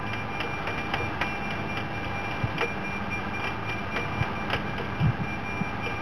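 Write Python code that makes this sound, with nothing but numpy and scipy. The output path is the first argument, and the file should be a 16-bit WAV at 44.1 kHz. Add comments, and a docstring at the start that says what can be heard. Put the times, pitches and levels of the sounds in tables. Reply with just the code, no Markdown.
"""A diesel drone at steady revs, with clatter and gear hum, comes across a field from tens of metres off:
a tractor pulling a compost turner through a windrow. The knife rotor churns the heap and knocks on
stones; about once a turn steel rubs on steel with a thin squeal. Thrown clods sound the steel hood.
Close up, wind nudges the microphone of a small camera, which samples in mono at 8 kHz."""
import sys
import numpy as np
from scipy import signal
from scipy.fft import rfft, irfft, next_fast_len
from scipy.io import wavfile
from scipy.ndimage import uniform_filter1d

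SR = 44100
rng = np.random.default_rng(int(sys.argv[2]) if len(sys.argv) > 2 else 0)


def transcribe(u):
    """Save the signal u as a 16-bit wav file named by the first command-line argument.

    u: samples, shape (n,) or (channels, n), limited to [-1, 1]; the rate is SR.
    q: integer samples, one column per channel.
    """
    v = np.clip(np.atleast_2d(u).T, -1, 1)
    q = np.round(v * 32767).astype(np.int16)
    wavfile.write(sys.argv[1], SR, q)


N = 265305
T = np.arange(N) / SR

# Table levels are relative: each source adds its own gain.
# engine speed: t/s, camshaft speed/rpm
CAM_SPEED = [(0.0, 971.3), (0.5, 972), (1.0, 973.5), (1.5, 968), (2.0, 965.4), (2.5, 970.4), (3.0, 969),
             (3.5, 973.2), (4.0, 965.8), (4.5, 966.9), (5.0, 966.4), (5.5, 971.1), (6.0, 971.2)]
# strongest engine tones: multiple of the camshaft rate, level/dB
ENGINE_TONES = [(3, -57), (9, -53), (12, -47), (13, -49), (15, -54), (16, -61), (17, -58), (19, -53),
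                (20, -56), (23, -60), (24, -58), (27, -63), (33, -56), (36, -58), (42, -51.5), (48, -56),
                (49, -52), (50, -46.3), (55, -48), (73, -53), (77, -55), (83, -54), (90, -57), (98, -56),
                (99, -54)]
# drive line and rotor gears at mean speed: f/Hz, level/dB
GEAR_TONES = [(59.6, -57.5), (81.8, -49), (107.3, -42), (135.9, -54.5), (158.1, -48), (214, -47.5),
              (395.7, -55.5), (474.4, -56.5), (997.6, -50.5)]
# each cylinder's knock, in firing order: level/dB
CYLINDER_DB = [-1, -4, -4.5, -2, -1.5, -2]
# spectrum of the diesel clatter: f/Hz, level/dB
CLATTER_SPECTRUM = [(40, -21.5), (100, 6.5), (200, 3), (330, -1), (560, -3), (800, 0.5), (1050, -9.5),
                    (1200, 3.5), (1420, -12.5), (1600, 5.5), (1790, -10.5), (1920, -6), (2600, -20),
                    (3800, -29.5)]
# how hard the knives work: t/s, level/dB
KNIFE_LOAD = [(0, -39), (0.5, -38.5), (1.0, -36), (1.5, -37.5), (2.0, -38), (2.6, -37), (3.1, -37.5),
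              (3.6, -38), (4.1, -36), (4.6, -37), (5.2, -37.5), (6.0, -37.5)]
# spectrum of the churned compost: f/Hz, level/dB
CHURN_SPECTRUM = [(20, -17.5), (50, -1.5), (100, -1.5), (170, -10.5), (255, -12), (310, -1.5), (380, -7.5),
                  (470, -8), (600, -13.5), (820, -8), (1650, -11), (1800, -14), (2900, -13), (3800, -20.5)]
# a second steel mode, singing faintly by itself: t/s, level/dB
OVERTONE_LEVEL = [(0, -51), (0.9, -55), (1.3, -45.5), (1.8, -48), (2.1, -53.5), (3.6, -50.5), (4.7, -59),
                  (5.05, -51.5), (6.0, -57)]
# the rotor rubs about once a turn: start t/s, length/s, level/dB
ROTOR_RUBS = [(0.072, .16, -38), (0.30, 0.298, -37.5), (0.682, 0.2205, -38), (0.965, .13, -35),
              (1.204, 0.1795, -35), (1.411, .21, -37.5), (1.678, .15, -36.5), (1.928, .15, -39),
              (2.13, 0.391, -39), (2.561, 0.1756, -34), (2.838, 0.139, -32.5), (3.095, 0.1396, -32.5),
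              (3.335, .20, -33.5), (3.656, .14, -34.5), (3.901, .17, -36), (4.118, .14, -37.5),
              (4.344, 0.13, -41), (4.65, .20, -44), (4.945, .13, -41), (5.229, .12, -36.5),
              (5.451, .25, -37), (5.804, .24, -35.5)]
# weaker steel modes that sing with the squeal: f/Hz, level/dB re the squeal
WEAK_MODES = [(3058, -24), (3569, -28)]
# stones and clods on the knives, mostly at one point of the turn: t/s, crack level/dB, body level/dB
KNIFE_HITS = [(0.131, -27, -26.5), (0.402, -22, -25), (0.671, -25, -23.5), (0.778, -30.5, -27),
              (0.936, -23, -21), (1.2116, -26.5, -19), (1.5043, -29, -27.5), (1.771, -24.5, -26.5),
              (2.0443, -30, -34), (2.3103, -29, -29), (2.581, -26, -28.5), (2.608, -29, -21),
              (3.3965, -32, -29), (3.44, -32, -27), (3.4692, -29.5, -28), (3.691, -28.5, -25.5),
              (3.9608, -25, -22.5), (4.2225, -32, -25.5), (4.499, -26.5, -26), (4.5309, -21, -20),
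              (4.78, -28, -28.5), (4.9984, -30, -43.5), (5.86, -28, -37.5)]
# spectrum of a knock's bright crack: f/Hz, level/dB
CRACK_SPECTRUM = [(1500, -30), (2300, -5), (2900, 7.5), (3250, 4), (3900, -23)]
# spectrum of a heavy knock's dull body: f/Hz, level/dB
BODY_SPECTRUM = [(200, -7.5), (500, -7.5), (850, -4), (1100, -6.5), (1350, -4), (1520, -8.5), (1650, 1.5),
                 (1780, -14), (1920, 0.5), (2100, -9), (2300, -3.5), (3200, -19.5)]
# clods thrown against the sheet-steel hood: t/s, level/dB
CLOD_HITS = [(0.437, -29), (0.689, -33), (0.995, -30.5), (2.621, -23), (3.973, -28.5), (4.54, -30),
             (4.791, -31), (5.861, -29.5)]
# modes of the hood: f/Hz, level/dB, t60/s
HOOD_RING = [(470.5, -1.5, 0.14), (508, -8, 0.07), (382, -8.5, 0.12), (647, -8, .06)]
# wind on the microphone: middle t/s, length/s, level/dB, centre f/Hz
WIND_BUFFETS = [(2.445, 0.019, -24, 82), (2.557, 0.013, -24.5, 115), (4.214, 0.01, -17, 124),
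                (4.556, 0.012, -26, 110), (5.057, .1, -24, 129.8), (5.215, .035, -29.5, 141),
                (5.617, 0.012, -23, 180.1)]

CAMERA_HZ, OVERTONE_HZ = 8000, 2710  # sampling rate; second steel mode
SQUEAL_HZ, FIRM_RUB_DB = 2378, -37  # main steel mode at mean revs, under a rub this firm
SQUEAL_HZ_PER_RPM, SQUEAL_HZ_PER_DB = 1.178, 0.8


def undb(db):
    """Decibels to gain."""
    return 10 ** (np.asarray(db) / 20)


def unit(x):
    """Scale to rms 1."""
    return x / np.sqrt(np.mean(x ** 2))


def curve(table):
    """A (t/s, value) table at every sample."""
    return np.interp(T, *np.transpose(table))


def decay(t, t60):
    """An envelope that falls 60 dB in t60 seconds."""
    return np.exp(-np.log(1000) * t / t60)


def spell(start, length, ramp_s):
    """An envelope that rises, holds and falls; the ramps are centred on its two ends."""
    return np.clip(np.minimum(T - start, start + length - T) / ramp_s + .5, 0, 1)


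def walk(rate_hz):
    """Random levels held 1 / rate_hz seconds and smoothed twice; spread near 1."""
    hold = int(SR / rate_hz)
    steps = np.repeat(rng.standard_normal(N // hold + 1), hold)
    return 1.3 * uniform_filter1d(uniform_filter1d(steps, hold), hold)[:N]


def colour(x, spectrum):
    """Filter by a (f/Hz, level/dB) spectrum within the camera's band, to rms 1."""
    hz, db = np.transpose(spectrum)
    size = next_fast_len(N)
    f = np.maximum(np.fft.rfftfreq(size, 1 / SR), 1)
    band = np.minimum(f / hz[0], 1) ** 2 * (f < CAMERA_HZ / 2)
    gain = undb(np.interp(np.log(f), np.log(hz), db)) * band
    return unit(irfft(rfft(x, size) * gain, size)[:N])


def noise(spectrum):
    """Coloured noise of rms 1."""
    return colour(rng.standard_normal(N), spectrum)


def sine(hz):
    """A tone of rms 1 on a moving pitch."""
    return np.sqrt(2) * np.sin(2 * np.pi * (np.cumsum(hz) / SR + rng.random()))


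def add(track, start, sound):
    """Mix a sound into a track from start seconds on."""
    i = max(int(start * SR), 0)
    track[i:i + len(sound)] += sound[:N - i]


def scatter(x, t60):
    """Smear a sound with a short diffuse tail, as the hood and frame of the machine do."""
    t = np.arange(SR // 8) / SR
    return signal.fftconvolve(x, rng.standard_normal(len(t)) * decay(t, t60))[:N]


def drone(cam_hz, engine_db=-1, drive_db=-1.5, fade_db=3.0, slip=0.00294, shimmer_hz=1.623):
    """Engine and gear tones; each fades in and out by itself in the moving air over the field."""
    engine = sum(undb(db + fade_db * walk(8)) * sine(order * cam_hz + shimmer_hz * walk(24.94))
                 for order, db in ENGINE_TONES)
    shaft = cam_hz / cam_hz.mean() * (1 + slip * walk(7))  # the drive line winds up under the load
    drive = sum(undb(db + fade_db * walk(7)) * sine(hz * shaft) for hz, db in GEAR_TONES)
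    return undb(engine_db) * engine + undb(drive_db) * drive


def clatter(cam_hz, db=-37, fresh=0.49, decay_firings=0.92, drift_rad=0.9, size=4096):
    """Six cylinders knock in turn; part of the rattle repeats each cycle, slowly changing; part is new."""
    cycle = (np.cumsum(cam_hz) / SR) % 1
    first, second = rng.standard_normal((2, size))[:, (cycle * size).astype(int)]
    blend = drift_rad * walk(2.963)
    repeating = np.cos(blend) * first + np.sin(blend) * second
    rattle = repeating + fresh * rng.standard_normal(N)
    firing = cycle * len(CYLINDER_DB)
    pulses = undb(CYLINDER_DB)[firing.astype(int)] * np.exp(-(firing % 1) / decay_firings)
    return undb(db) * colour(pulses * rattle, CLATTER_SPECTRUM)


def churn(surge_db=.5, flicker_db=0.6, crumb_db=-12, spread_db=4.5, crumb_t60=0.087, count=1200):
    """The knives tear through the heap: a surging rush and a patter of crumbs, both rising with load."""
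    rush = noise(CHURN_SPECTRUM) * undb(surge_db * walk(3.92) + flicker_db * walk(25.12))
    signs = rng.choice([-1, 1], count)
    sizes = undb(spread_db * np.minimum(rng.exponential(size=count), 4))
    crumbs = np.zeros(N)
    crumbs[rng.integers(0, N, count)] = signs * sizes
    patter = colour(scatter(crumbs, crumb_t60), BODY_SPECTRUM)
    return undb(curve(KNIFE_LOAD)) * (rush + undb(crumb_db) * patter)


def overtone(flicker_db=3.0, waver_hz=10):
    """A second mode of the rubbing steel flickers above the squeal."""
    level = undb(curve(OVERTONE_LEVEL) + flicker_db * walk(22))
    return level * sine(OVERTONE_HZ + waver_hz * walk(35))


def rubbing(graze_db=-48, ramp_s=.03, sag_db=2.5, sag_hz=11, stutter_db=10):
    """Pressure and pitch drop of the rubbing rotor; level and pitch sag through each rub."""
    pressure, drop_hz = np.full(N, undb(graze_db)), np.zeros(N)
    for start, length, rub_db in ROTOR_RUBS:
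        contact = spell(start, length, ramp_s)
        progress = np.clip((T - start) / length, 0, 1) - .5
        pressure = np.maximum(pressure, contact * undb(rub_db - sag_db * progress))
        drop_hz += sag_hz * contact * progress
    slips = np.clip(2 * (walk(55) - 1), 0, 1)  # now and then the steel loses its grip for an instant
    return pressure * undb(-stutter_db * slips), drop_hz


def squeal(ring_s=0.0083, waver=0.0014, flutter_db=2.0, wander_db=4.5):
    """Steel on steel sings in one strong mode and two weak ones; revs and pressure raise the pitch."""
    pressure, drop_hz = rubbing()
    pole = np.exp(-1 / (ring_s * SR))  # the mode takes a moment to build up and to die away
    swing = signal.lfilter([1 - pole], [1, -pole], pressure * undb(flutter_db * walk(60)))
    rpm = curve(CAM_SPEED)
    revs_hz = SQUEAL_HZ_PER_RPM * (rpm - rpm.mean())
    pressure_hz = SQUEAL_HZ_PER_DB * (20 * np.log10(pressure) - FIRM_RUB_DB)
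    hz = (SQUEAL_HZ + revs_hz + pressure_hz - drop_hz) * (1 + waver * walk(60))
    bend = hz / hz.mean()
    weak = sum(undb(mode_db + wander_db * walk(9)) * sine(mode_hz * bend * (1 + .003 * walk(20)))
               for mode_hz, mode_db in WEAK_MODES)
    return swing * (sine(hz) + weak)


def knocks(crack_db=-4, body_db=-1, crack_t60=0.071, body_t60=0.11, rise_s=0.001, rattle_s=0.0028,
           heavy_db=-25, ping_db=-7, next_knife_s=.031, next_knife_db=-9.5):
    """Each stone rattles through the knives for a few ms; only heavy ones bring out the dull body."""
    t = np.arange(SR // 4) / SR
    attack = 1 - np.exp(-t / rise_s)
    after_rattle = np.maximum(t - rattle_s, 0)
    crack, body = np.zeros(N), np.zeros(N)
    for start, bright_db, dull_db in KNIFE_HITS:
        strike = undb(bright_db + crack_db) * attack * decay(after_rattle, crack_t60)
        add(crack, start, strike)
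        add(crack, start + next_knife_s, undb(next_knife_db) * strike)  # same stone, next knife
        weight_db = dull_db + min(dull_db - heavy_db, 0)
        add(body, start, undb(weight_db + body_db) * attack * decay(after_rattle, body_t60))
    crack_ring = unit(np.tanh(noise(CRACK_SPECTRUM) / 2))  # dense, without lone spikes
    body_ring = unit(np.tanh(noise(BODY_SPECTRUM) / 2))
    ping = undb(ping_db) * sine(OVERTONE_HZ * (1 + 0.0092 * walk(40)))  # a blow rings this mode too
    return crack * (crack_ring + ping) + body * body_ring


def grit(softest_db=-41, range_db=6.0, t60=0.064, count=9):
    """Grit ticks lightly on the knives at any moment."""
    t = np.arange(SR // 8) / SR
    level = np.zeros(N)
    for when, strength in rng.random((count, 2)):
        add(level, when * N / SR, undb(softest_db + range_db * strength) * decay(t, t60))
    return level * noise(CRACK_SPECTRUM)


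def hood(gain_db=7, push_s=0.0058, detune_hz=2):
    """Soft clods push slowly on the hood, which answers with a short hollow note."""
    t = np.arange(SR // 3) / SR
    push = 1 - np.exp(-t / push_s)
    out = np.zeros(N)
    for start, hit_db in CLOD_HITS:
        ring = np.zeros(len(t))
        for hz, mode_db, t60 in HOOD_RING:
            cycles = (hz + detune_hz * rng.standard_normal()) * t + rng.random()
            ring += undb(mode_db) * decay(t, t60) * np.sin(2 * np.pi * cycles)
        add(out, start, undb(hit_db + gain_db) * push * ring)
    return out


def wind(ramp_s=.011, swirl=.27, gusting_db=2.5):
    """Each eddy shakes the microphone for a cycle or two; a longer gust tumbles in pitch and strength."""
    tumble = np.exp(swirl * walk(130))
    strength = undb(gusting_db * walk(110))
    return strength * sum(undb(db) * spell(middle - length / 2, length, ramp_s) * sine(hz * tumble)
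                          for middle, length, db, hz in WIND_BUFFETS)


def scene(hunting=.0012):
    """Tractor and turner across the field, wind right at the microphone."""
    cam_hz = curve(CAM_SPEED) / 60 * (1 + hunting * walk(8))  # the governor hunts slightly
    tractor = drone(cam_hz) + clatter(cam_hz)
    turner = churn() + squeal() + overtone() + knocks() + grit() + hood()
    return (tractor + turner + wind())[None]


def record(dry, top_hz=15400, dc_offset=.0115):
    """The camera samples at 8 kHz; cubic interpolation mirrors the sound faintly into the treble."""
    size = round(N * CAMERA_HZ / SR)
    coarse = np.pad(signal.resample(dry[0], size), (1, 3))
    position = np.arange(N) * size / N
    index, fraction = position.astype(int), position % 1
    taps = (-1, 0, 1, 2)
    cubic = np.zeros(N)
    for k in taps:
        weight = np.prod([(fraction - j) / (k - j) for j in taps if j != k], axis=0)
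        cubic += weight * coarse[index + 1 + k]
    lowpass = signal.ellip(8, .2, 70, top_hz, fs=SR, output="sos")
    return signal.sosfilt(lowpass, cubic)[None] + dc_offset


dry = scene()
out = record(dry)
transcribe(out)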